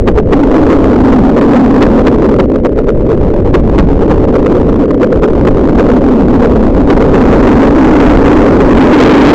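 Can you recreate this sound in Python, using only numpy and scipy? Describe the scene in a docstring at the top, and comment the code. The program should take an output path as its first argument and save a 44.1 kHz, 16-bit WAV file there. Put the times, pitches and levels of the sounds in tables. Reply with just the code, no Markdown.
"""A running steam train, heard from an open carriage window by a small microphone that overloads.
Wind buffeting, wheel roar and a faint steady hiss run throughout, all as coloured noise; four axles thump
a rail joint at once, then about every 1.7 s. Exhaust puffs, weak at first, beat about nine times a second.
A band of noise howls off an edge, thins out near 3 s and is strongest at the end, where the roar swells too.
The flattened peaks of the overload make nearly all of the treble."""
import sys
import numpy as np
from scipy import signal
from scipy.fft import rfft, irfft
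from scipy.io import wavfile
from scipy.ndimage import uniform_filter1d

SR = 44100
rng = np.random.default_rng(int(sys.argv[2]) if len(sys.argv) > 2 else 0)


def output_pcm(signal):
    """Save a mono or channel-first signal as 16-bit PCM at the path in sys.argv[1].

    Samples are clipped to [-1, 1] before scaling.
    """
    pcm = np.clip(np.atleast_2d(signal).T, -1, 1) * 32767
    wavfile.write(sys.argv[1], SR, np.round(pcm).astype(np.int16))


N = 411894   # samples, 9.34 s


def from_db(db):
    """Decibels to gain."""
    return 10 ** (np.asarray(db) / 20)


def rms_one(x):
    """Scaled to rms 1."""
    return x / np.sqrt(np.mean(x ** 2) + 1e-20)


def coloured(x, spectrum):
    """Filtered by a (Hz, dB) curve: level below its first point, silent above its last."""
    hz = np.arange(1, N // 2 + 2) * SR / N
    point_hz, point_db = np.transpose(spectrum)
    gain_db = np.interp(np.log(hz), np.log(point_hz), point_db, right=-150)
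    return irfft(rfft(x) * from_db(gain_db), N)


def noise(spectrum):
    """Steady noise of a given colour, rms 1."""
    return rms_one(coloured(rng.standard_normal(N), spectrum))


def drift(rate_hz):
    """Slow chance: noise through a double one-pole low-pass, rms 1."""
    r = np.exp(-2 * np.pi * rate_hz / SR)
    slow = signal.lfilter([1], [1, -2 * r, r * r], rng.standard_normal(N + SR))
    return rms_one(slow[SR:])   # the first second lets the filter settle


def curve(rows):
    """Columns of a table, joined by straight lines in time."""
    s, *columns = np.transpose(rows)
    return [np.interp(np.arange(N) / SR, s, c) for c in columns]


def bursts(events, rise_share):
    """An envelope with one hump per event: a share of its length rises to the peak, the rest dies away."""
    t, out = np.arange(N) / SR, np.zeros(N)
    for s, level_db, length_s in events:
        near = slice(max(round((s - .1) * SR), 0), round((s + .2) * SR))
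        late = (t[near] - s) / max(length_s, .005)
        side = np.where(late < 0, rise_share, 1 - rise_share)
        out[near] += from_db(level_db) * np.exp(-(late / side) ** 2)
    return out


def evened(x, share, window_s):
    """Noise that holds its level: part of its random swell is divided out."""
    swell = uniform_filter1d(x ** 2, size=max(round(window_s * SR), 1)) + 1e-6
    return rms_one(x * swell ** (-share / 2))


# Colour of the hiss. Each row: frequency in Hz, level in dB per Hz.
HISS_COLOUR = [(600, -9.5), (1000, -3), (2000, -7.5), (3000, -20), (4200, -33)]


def faint_hiss():
    """A quiet bed of higher noise at a constant level."""
    level_db = -44
    return from_db(level_db) * noise(HISS_COLOUR)


# Colour of the buffeting. Each row: frequency in Hz, level in dB per Hz.
BUFFET_COLOUR = [(8, 2.5), (20, 5), (50, 5.5), (100, -2.5), (160, -4), (250, -9.5), (400, -56), (700, -66)]
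# Gusts on the microphone. Each row: time in seconds, level in dB.
GUSTS = [(0, -8), (.6, -8.5), (1.0, -6), (1.35, -12.5), (1.9, -7.5), (2.7, -13), (3.3, -7), (4.1, -5),
         (5.0, -15), (5.4, -6.5), (6.1, -10), (6.85, -3), (7.5, -7), (8.1, -3.5), (8.8, -5), (9.34, -7.5)]


def wind_buffeting():
    """Turbulent air pushes on the microphone: deep noise that follows the gusts and flutters at random."""
    gust_db, = curve(GUSTS)
    flutter_db = 1.27 * drift(9.4) + 1.5 * drift(3.0)
    return from_db(gust_db + flutter_db) * noise(BUFFET_COLOUR)


HOWL_WIDTH_HZ, HOWL_WANDER_HZ = 66.3, 9   # full width of the band; rms wander of its centre


def howl_band(centre_hz):
    """Air shed from an edge: slow noise turned up to a moving centre makes a steep-sided band."""
    sos = signal.butter(2, HOWL_WIDTH_HZ / 2, fs=SR, output="sos")
    slow = signal.sosfilt(sos, rng.standard_normal((2, N + SR)))[:, SR:]
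    phase = 2 * np.pi * np.cumsum(centre_hz + HOWL_WANDER_HZ * drift(3.0)) / SR
    return rms_one(slow[0] * np.cos(phase) + slow[1] * np.sin(phase))


# Course of the edge howl. Each row: time in seconds, level in dB, centre in Hz.
HOWL_COURSE = [(0, -13.5, 286.7), (.25, -21, 287), (.33, -3.5, 288), (.8, -5, 282), (1.05, -2.5, 265),
               (1.65, 0, 250), (2.2, -6.5, 252), (2.6, -15.5, 258), (3.05, -22.5, 268.9), (3.8, -12, 271),
               (4.5, -10, 274), (5.3, -12.5, 268), (5.75, -4.5, 258), (6.4, -4.5, 250), (6.6, -7.5, 258),
               (7.15, -7, 268), (7.3, -0.5, 276.1), (8.15, 2, 290), (8.55, -4, 275), (8.9, 5.5, 288),
               (9.34, 5.5, 286)]


def edge_howl():
    """Wind sheds from an edge as a band of noise that glides in pitch, its level partly evened."""
    level_db, centre_hz = curve(HOWL_COURSE)
    band = evened(howl_band(centre_hz), share=0.21, window_s=0.046)
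    return from_db(level_db + 1.5 * drift(4.0)) * band


# Colour of the rolling wheels. Each row: frequency in Hz, level in dB per Hz.
ROAR_COLOUR = [(100, -17.5), (200, -4), (300, -2.5), (420, 0), (520, -4), (600, -9), (700, -25), (900, -40),
               (1300, -60)]
# Strength of the rolling. Each row: time in seconds, level in dB.
ROLLING = [(0, -10), (.3, -11.5), (.65, -5), (1.1, -8), (1.9, -6), (2.4, -7), (2.65, -13), (3.1, -9),
           (3.5, -10), (4.2, -6), (5.0, -8.5), (6.1, -5.5), (6.8, -7.5), (7.25, -2.5), (8.7, -1), (9.1, 5),
           (9.34, 4)]


def wheel_roar():
    """Wheels rolling on rail: a band of low noise that rises and falls with a small random flutter."""
    level_db, = curve(ROLLING)
    return from_db(level_db + 0.73 * drift(6.0)) * noise(ROAR_COLOUR)


RAIL_M = 18.3   # from one rail joint to the next
# Rail joints. Each row: first axle in seconds, then the thump of each of the four axles in dB.
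JOINTS = [(.082, 7.5, 5, -7, -3.5), (1.826, 9, 7.5, 5.5, 1.5), (3.546, 8, 7.5, 2.5, -1.5),
          (5.236, 2.5, 3.5, 5, -5.5), (6.906, 3.5, 2.5, -2.5, -4.5), (8.6, -5, -1.5, 3, -9)]


def time_at(metres):
    """When the train has run so far past the first joint; beyond the last it keeps its speed."""
    s = [row[0] for row in JOINTS]
    next_joint_s = 2 * s[-1] - s[-2]
    return np.interp(metres, RAIL_M * np.arange(len(s) + 1), s + [next_joint_s])


# Axles of two bogies. Each entry: distance behind the first axle in metres.
AXLES_M = [0, 2.63, 6.12, 8.82]


def axle_strikes():
    """Four axles strike every joint in turn, timed by their spacing and the train's speed."""
    length_s = .024
    strikes = []
    for k, (_, *levels_db) in enumerate(JOINTS):
        for behind_m, level_db in zip(AXLES_M, levels_db):
            strikes.append((time_at(RAIL_M * k + behind_m), level_db, length_s))
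    return strikes


# Colour of a thump. Each row: frequency in Hz, level in dB per Hz.
THUMP_COLOUR = [(100, -22), (200, -2.5), (300, 2.5), (450, 2), (550, -2.5), (650, -13.5), (800, -18.5),
                (1100, -39), (1500, -66.5)]


def joint_thumps():
    """Each axle strike is a short hump of low, strongly evened noise."""
    body = evened(noise(THUMP_COLOUR), share=0.79, window_s=.01)
    return bursts(axle_strikes(), rise_share=0.41) * body


BEAT_M, FIRST_BEAT_M = 1.204, .81   # four beats per turn of the driving wheels; the first past a joint
BEAT_S, BEAT_SPREAD_DB, BEAT_JITTER_S = .04, 1.5, .005   # length of a beat; rms unevenness of level and time
# Strength of the exhaust beats. Each row: time in seconds, level in dB.
EXHAUST_STRENGTH = [(0, -14), (.5, -8), (1.0, -6.5), (1.9, -4), (2.3, -12.5), (2.85, -4), (3.1, -9.5),
                    (4.0, -6), (4.6, -5.5), (4.9, -10), (5.15, -4), (5.4, -9.5), (5.6, -7), (6.3, -10.5),
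                    (7.2, -5.5), (9.34, -7.5)]


def exhaust_beats():
    """One beat for every quarter turn of the driving wheels, each a little uneven."""
    k = np.arange(84)   # enough to reach the end
    chance = rng.standard_normal((len(k), 2))
    s = time_at(FIRST_BEAT_M + BEAT_M * k) + BEAT_JITTER_S * chance[:, 0]
    level_db = np.interp(s, *np.transpose(EXHAUST_STRENGTH)) + BEAT_SPREAD_DB * chance[:, 1]
    return [(a, b, BEAT_S) for a, b in zip(s, level_db) if a < N / SR]


# Colour of the exhaust. Each row: frequency in Hz, level in dB per Hz.
PUFF_COLOUR = [(150, -19), (300, -8), (430, 5), (520, 2), (620, -8), (750, -29.5), (1000, -42.5),
               (1400, -58.5)]
# Brief swells of the rush, at irregular times, some close to a beat.
# Each row: peak in seconds, level in dB, length in seconds.
SWELLS = [(.188, 0, 0.029), (.545, -4, .03), (0.704, -2.5, .05), (1.13, -3, .055), (1.377, -1.5, .04),
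          (5.041, -5.5, .037), (5.878, -4, 0.037), (6.435, -1.5, 0.037), (6.975, -3, .027),
          (8.263, 1.5, .038), (9.002, 0.5, .04)]


def exhaust():
    """Puffs of steam: partly evened low noise opened by every beat and by the extra swells."""
    rush = evened(noise(PUFF_COLOUR), share=0.38, window_s=0.017)
    return bursts(exhaust_beats() + SWELLS, rise_share=0.5) * rush


def scene():
    """Hiss, wind, howl, wheels and exhaust add at the window."""
    air = faint_hiss() + wind_buffeting() + edge_howl()
    train = wheel_roar() + joint_thumps() + exhaust()
    return (air + train)[None]


TOP, OFFSET = .708, -.005   # clipping level and the shift added after it, full scale = 1
SELF_NOISE_DB = -71   # faint white noise, before the tone curve
CUTOFF_HZ = 15950   # nothing much passes above
# Tone of the recorder. Each row: frequency in Hz, gain in dB.
RECORDER_TONE = [(20, 0), (4000, -.5), (7400, -.5), (9200, -10), (12500, -11.5), (15000, -4), (17000, -4)]


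def record(dry):
    """The input clips hard and gains a small offset; the treble is lowered above 8 kHz and the top is cut."""
    clipped = np.clip(dry[0], -TOP, TOP) + OFFSET
    noisy = clipped + from_db(SELF_NOISE_DB) * rng.standard_normal(N)
    top_cut = signal.cheby2(24, 60, CUTOFF_HZ, fs=SR, output="sos")
    return signal.sosfilt(top_cut, coloured(noisy, RECORDER_TONE))[None]


dry = scene()
out = record(dry)
output_pcm(out)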